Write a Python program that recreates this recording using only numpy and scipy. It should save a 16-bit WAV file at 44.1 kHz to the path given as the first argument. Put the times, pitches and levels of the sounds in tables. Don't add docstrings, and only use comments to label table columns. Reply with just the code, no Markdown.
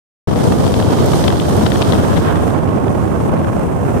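import sys
import numpy as np
from scipy import signal
from scipy.fft import rfft, irfft
from scipy.io import wavfile

SR = 44100
rng = np.random.default_rng(int(sys.argv[2]) if len(sys.argv) > 2 else 0)


def wav_out(sig):
    wavfile.write(sys.argv[1], SR, np.round(np.clip(np.atleast_2d(sig).T, -1, 1) * 32767).astype(np.int16))


N = 176400
TIME = np.arange(N) / SR


def from_db(db):
    return 10 ** (np.asarray(db) / 20)


def rms_one(x):
    return x / np.sqrt(np.mean(x ** 2) + 1e-20)


def in_time(rows):
    times, *columns = np.transpose(rows)
    return np.array([np.interp(TIME, times, column) for column in columns])


def panned(db):
    return rms_one(from_db(np.array([[db], [-db]]) / 2))


def colour(x, spectrum):
    hz, *columns = np.transpose(spectrum)
    log_hz = np.log(np.maximum(np.arange(N // 2 + 1) * SR / N, 1))
    gains = from_db([np.interp(log_hz, np.log(hz), column) for column in columns])
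    return irfft(rfft(x) * gains, N)


def white():
    return rng.standard_normal((2, N))


def drift(hz):
    pole = np.exp(-2 * np.pi * hz / SR)
    slow = signal.lfilter([1], [1, -2 * pole, pole * pole], rng.standard_normal((2, N + SR)))
    return 3 * np.tanh(rms_one(slow[:, SR:]) / 3)


def band_pass(x, edges_hz):
    return signal.sosfilt(signal.butter(2, edges_hz, "band", fs=SR, output="sos"), x)


def wavering_tone(hz, width_hz):
    pole = np.exp(-np.pi * width_hz / SR)
    resonance = [1, 0, -1, 1, -2 * pole * np.cos(2 * np.pi * hz / SR), pole * pole]
    return rms_one(signal.sosfilt([resonance, resonance], white()))


def wind_buffeting(eddies):
    # t/s, left level/dB, right level/dB
    pressure = [(0.29, -10, -15.5), (0.45, -9.5, -11), (0.62, -10, -10.5), (0.78, -9.5, -13),
                (0.97, -10, -10), (1.18, -11, -9), (1.4, -12.5, -14), (1.55, -10, -10.5),
                (1.75, -13.5, -10.5), (1.97, -9, -10), (2.15, -11.5, -12.3), (2.35, -14, -10),
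                (2.58, -16.7, -11.5), (2.8, -14.5, -11.5), (3.05, -17, -12), (3.3, -13, -12.9),
                (3.6, -14, -13.5), (3.95, -14, -12.5)]
    # f/Hz, left level/dB, right level/dB
    spectrum = [(25, -32, -27), (47.3, -15, -10.5), (77.7, 2, -1), (119, 1.5, -1), (186, -2, -1),
                (388, -6.5, -6), (690, -14, -9.5), (1248, -25, -19.5), (1815, -34.5, -29.5),
                (2740, -38.5, -36.5), (4640, -58, -62.5)]
    swing_db, rise_db = np.array([3, 1.2]), np.array([0, 1])
    noises, rumble = (white(), white()), 0
    for k, hz in enumerate(25 * 2. ** np.arange(9)):
        octave = band_pass(noises[k % 2], [hz / np.sqrt(2), hz * np.sqrt(2)])
        depth_db = np.maximum(swing_db + rise_db * np.log2(hz / 400), 0)
        swells = from_db(depth_db[:, None] * eddies)
        rumble = rumble + octave * [rms_one(side) for side in swells]
    return from_db(in_time(pressure) - 1) * [rms_one(side) for side in colour(rumble, spectrum)]


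def spray_hiss(eddies, flutter_db=1.4):
    # t/s, level/dB
    gust = [(.28, -47.5), (.41, -39), (.7, -39), (.9, -40), (1.07, -38), (1.16, -34.5), (1.33, -41),
            (1.45, -40), (1.55, -37), (1.66, -39), (1.8, -38.5), (2.17, -41), (2.33, -46), (2.48, -43.5),
            (2.6, -49.5), (2.79, -50), (2.9, -47.7), (3.16, -48), (3.25, -45.5), (3.31, -50.5), (3.56, -47),
            (3.72, -49), (3.92, -46)]
    # f/Hz, left level/dB, right level/dB
    spectrum = [(2000, -3, -8), (4730, -9.5, -6.5), (5900, -2.5, -4), (7200, -4.5, -2), (9140, 2.5, -6.5),
                (10370, -7, -14), (11400, -5, -8), (14100, -8.5, -18), (15600, -17, -23)]
    hiss = rms_one(colour(white(), spectrum))
    return hiss * from_db(in_time(gust) + 3.5 + flutter_db * eddies)


def port_resonance(eddies, flutter_db=2.5):
    # f/Hz, left level/dB, right level/dB
    spectrum = [(1000, -19, -19), (2000, -12, -16), (2520, -21, -10), (3030, 0, 2), (4000, -3, -2),
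                (4700, -3, -3), (5730, -2.5, -7), (7000, -13, -10.5), (12000, -28, -27)]
    # t/s, level/dB
    blowing = [(.28, -41.5), (.42, -36.5), (.72, -34.5), (.87, -36), (.97, -33.5), (1.06, -34), (1.15, -31),
               (1.33, -36), (1.6, -36), (1.78, -34.5), (1.95, -34), (2.08, -40.5), (2.2, -38), (2.32, -45),
               (2.55, -50.5), (3.4, -54), (3.8, -62)]
    air = white() * from_db(flutter_db * eddies)
    return rms_one(colour(air, spectrum)) * from_db(in_time(blowing))


def wind_crackles(snap_cycles=.62, thump_s=.00098):
    # t/s, level/dB, left minus right/dB, half-length/s, extra rasp/dB, snap f/Hz
    hard_eddies = [(0.36, -25, 10, 0.0018, 7, 2600), (0.39, -28, 2, 0.0015, 1, 3000),
                   (0.523, -34, 8, .003, 16, 2000), (0.643, -27, 10, 0.0013, 10, 3200),
                   (.667, -21, 18, 0.0025, -8, 4300), (0.679, -17, 14, 0.001, -6, 3500),
                   (0.7407, -19, 14, 0.0011, -8, 4200), (0.743, -20.5, 8, 0.002, 5.5, 3000),
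                   (0.801, -21, 4, 0.0023, 4, 3200), (0.826, -22, 14, 0.0012, 4, 3300),
                   (0.934, -29, -16, 0.0015, 10, 2800), (1.136, -21.5, 8, 0.0026, 10.5, 2300),
                   (1.241, -19, 11, 0.0026, 3, 3600), (1.2802, -10.5, 21, 0.0014, -1, 3300),
                   (1.2828, -9, 22, .001, -4, 2700), (1.304, -22, 15, 0.002, 7, 3400),
                   (1.326, -25, 12, 0.0016, 9, 3400), (1.37, -21, 10, 0.0007, -4, 3300),
                   (1.4005, -15, 28, 0.0018, -18, 3080), (1.6653, -14, 27, 0.0034, 1.5, 3200),
                   (1.72, -15.5, 20, 0.0016, 1.5, 2700), (1.759, -22, 3, 0.002, 7.5, 2400),
                   (1.820, -10, 20, 0.0012, -4, 4200), (1.8258, -13.5, 20, 0.0012, -6, 3300),
                   (1.848, -22, 16, 0.0008, -11, 3500), (1.9235, -12, 25, 0.00086, -12, 3500),
                   (1.934, -23.5, 8, 0.004, 9.5, 3500), (1.953, -22, 10, 0.002, 5, 2500),
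                   (2.172, -24, 18, 0.012, 4.5, 2800), (2.285, -31.5, -4, 0.0048, 13, 2000),
                   (2.358, -30, 17, 0.0022, 14, 2600), (2.506, -30, -1, 0.0013, 4, 2400),
                   (2.883, -28, -21, 0.0019, 11, 2400), (3.055, -38, -17, 0.0013, 19, 2200),
                   (3.376, -35, 4, 0.0019, 8, 3000), (3.416, -39, 9, 0.0023, 19, 2000),
                   (3.447, -33, 15, 0.0025, 12, 2600), (3.583, -40, -4, 0.0022, 9, 2200)]
    # f/Hz, level/dB
    crack_spectrum = [(1000, -1.5), (2000, -7.5), (3300, 8.5), (4400, -1.5), (5500, -10.5), (7000, -14),
                      (12000, -44)]
    # f/Hz, level/dB
    rasp_spectrum = [(200, -4), (600, 2), (1200, -5), (2000, -9.5), (4000, -48)]
    crack_noise, rasp_noise = colour(white(), crack_spectrum), colour(white(), rasp_spectrum)
    out = np.zeros((2, N))
    for at_s, db, pan_db, half_s, rasp_db, snap_hz in hard_eddies:
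        near = abs(TIME - at_s) < .02
        t = TIME[near] - at_s
        swell = np.exp(-(t / half_s) ** 2)
        crack = from_db(-5.5) * burst(crack_noise[:, near], swell)
        rasp = from_db(rasp_db + .5) * burst(rasp_noise[:, near], swell)
        snap_shape = np.exp(-(snap_hz * t / snap_cycles) ** 2)
        snap = from_db(3) * np.cos(2 * np.pi * snap_hz * t) * snap_shape
        thump = -from_db(-1) * t / thump_s * np.exp(-.5 * (t / thump_s) ** 2)
        out[:, near] += from_db(db) * panned(pan_db) * (crack + rasp + snap + thump)
    return out


def burst(noise, swell):
    return np.array([rms_one(side * swell) for side in noise]) * np.sqrt(np.mean(swell ** 2))


def paddle_wheel(slosh_db=3, slosh_hz=38):
    # t/s, level/dB
    churn = [(.3, -46), (.8, -38), (1.15, -38), (1.45, -39), (1.8, -32), (2.05, -25), (2.2, -30),
             (2.31, -24), (2.45, -32), (2.9, -40), (3.3, -35.5), (3.7, -45.5), (4, -39)]
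    # f/Hz, left level/dB, right level/dB
    spectrum = [(100, -7, -19), (400, 1.5, -2.5), (1020, 1, 0), (1640, -4.5, -1.5), (2200, -17, -18.5),
                (3260, -14, -13.5), (4500, -32, -29), (12000, -33, -41)]
    level_db = in_time(churn) + slosh_db * drift(slosh_hz)[0]
    return from_db(level_db) * rms_one(colour(white(), spectrum))


def engine():
    # t/s, level/dB
    whine_level = [(.3, -58), (2, -36), (2.7, -31.5), (3.2, -35), (4, -43)]
    rumble = from_db(-30) * wavering_tone(hz=101.9, width_hz=13.6)
    whine = from_db(in_time(whine_level)) * panned(-6.5) * wavering_tone(hz=1073, width_hz=51)
    return rumble + whine


def droplets(decay_s=.005, band_hz=(5000, 14000)):
    # t/s, level/dB, left minus right/dB
    ticks = [(1.059, -14.5, 12), (1.4905, -21, 8.5), (1.5658, -20, 9)]
    loudness = np.full((2, N), 1e-12)
    for at_s, db, pan_db in ticks:
        decay = (TIME >= at_s) * np.exp(-abs(TIME - at_s) / decay_s)
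        loudness += from_db(db - 5) * panned(pan_db) * decay
    return band_pass(loudness * white(), band_hz)


def scene():
    eddies = drift(hz=66)
    gust = wind_buffeting(eddies) + spray_hiss(eddies) + port_resonance(eddies) + wind_crackles()
    return gust + paddle_wheel() + engine() + droplets()


def record(dry):
    start_s, fade_s, cutoff_hz = .2724, .0025, 15450
    faded = dry * np.clip((TIME - start_s) / fade_s, 0, 1)
    rounded = faded / (1 + faded ** 6) ** (1 / 6)
    return signal.sosfilt(signal.cheby1(12, .1, cutoff_hz, fs=SR, output="sos"), rounded)


dry = scene()
out = record(dry)
wav_out(out)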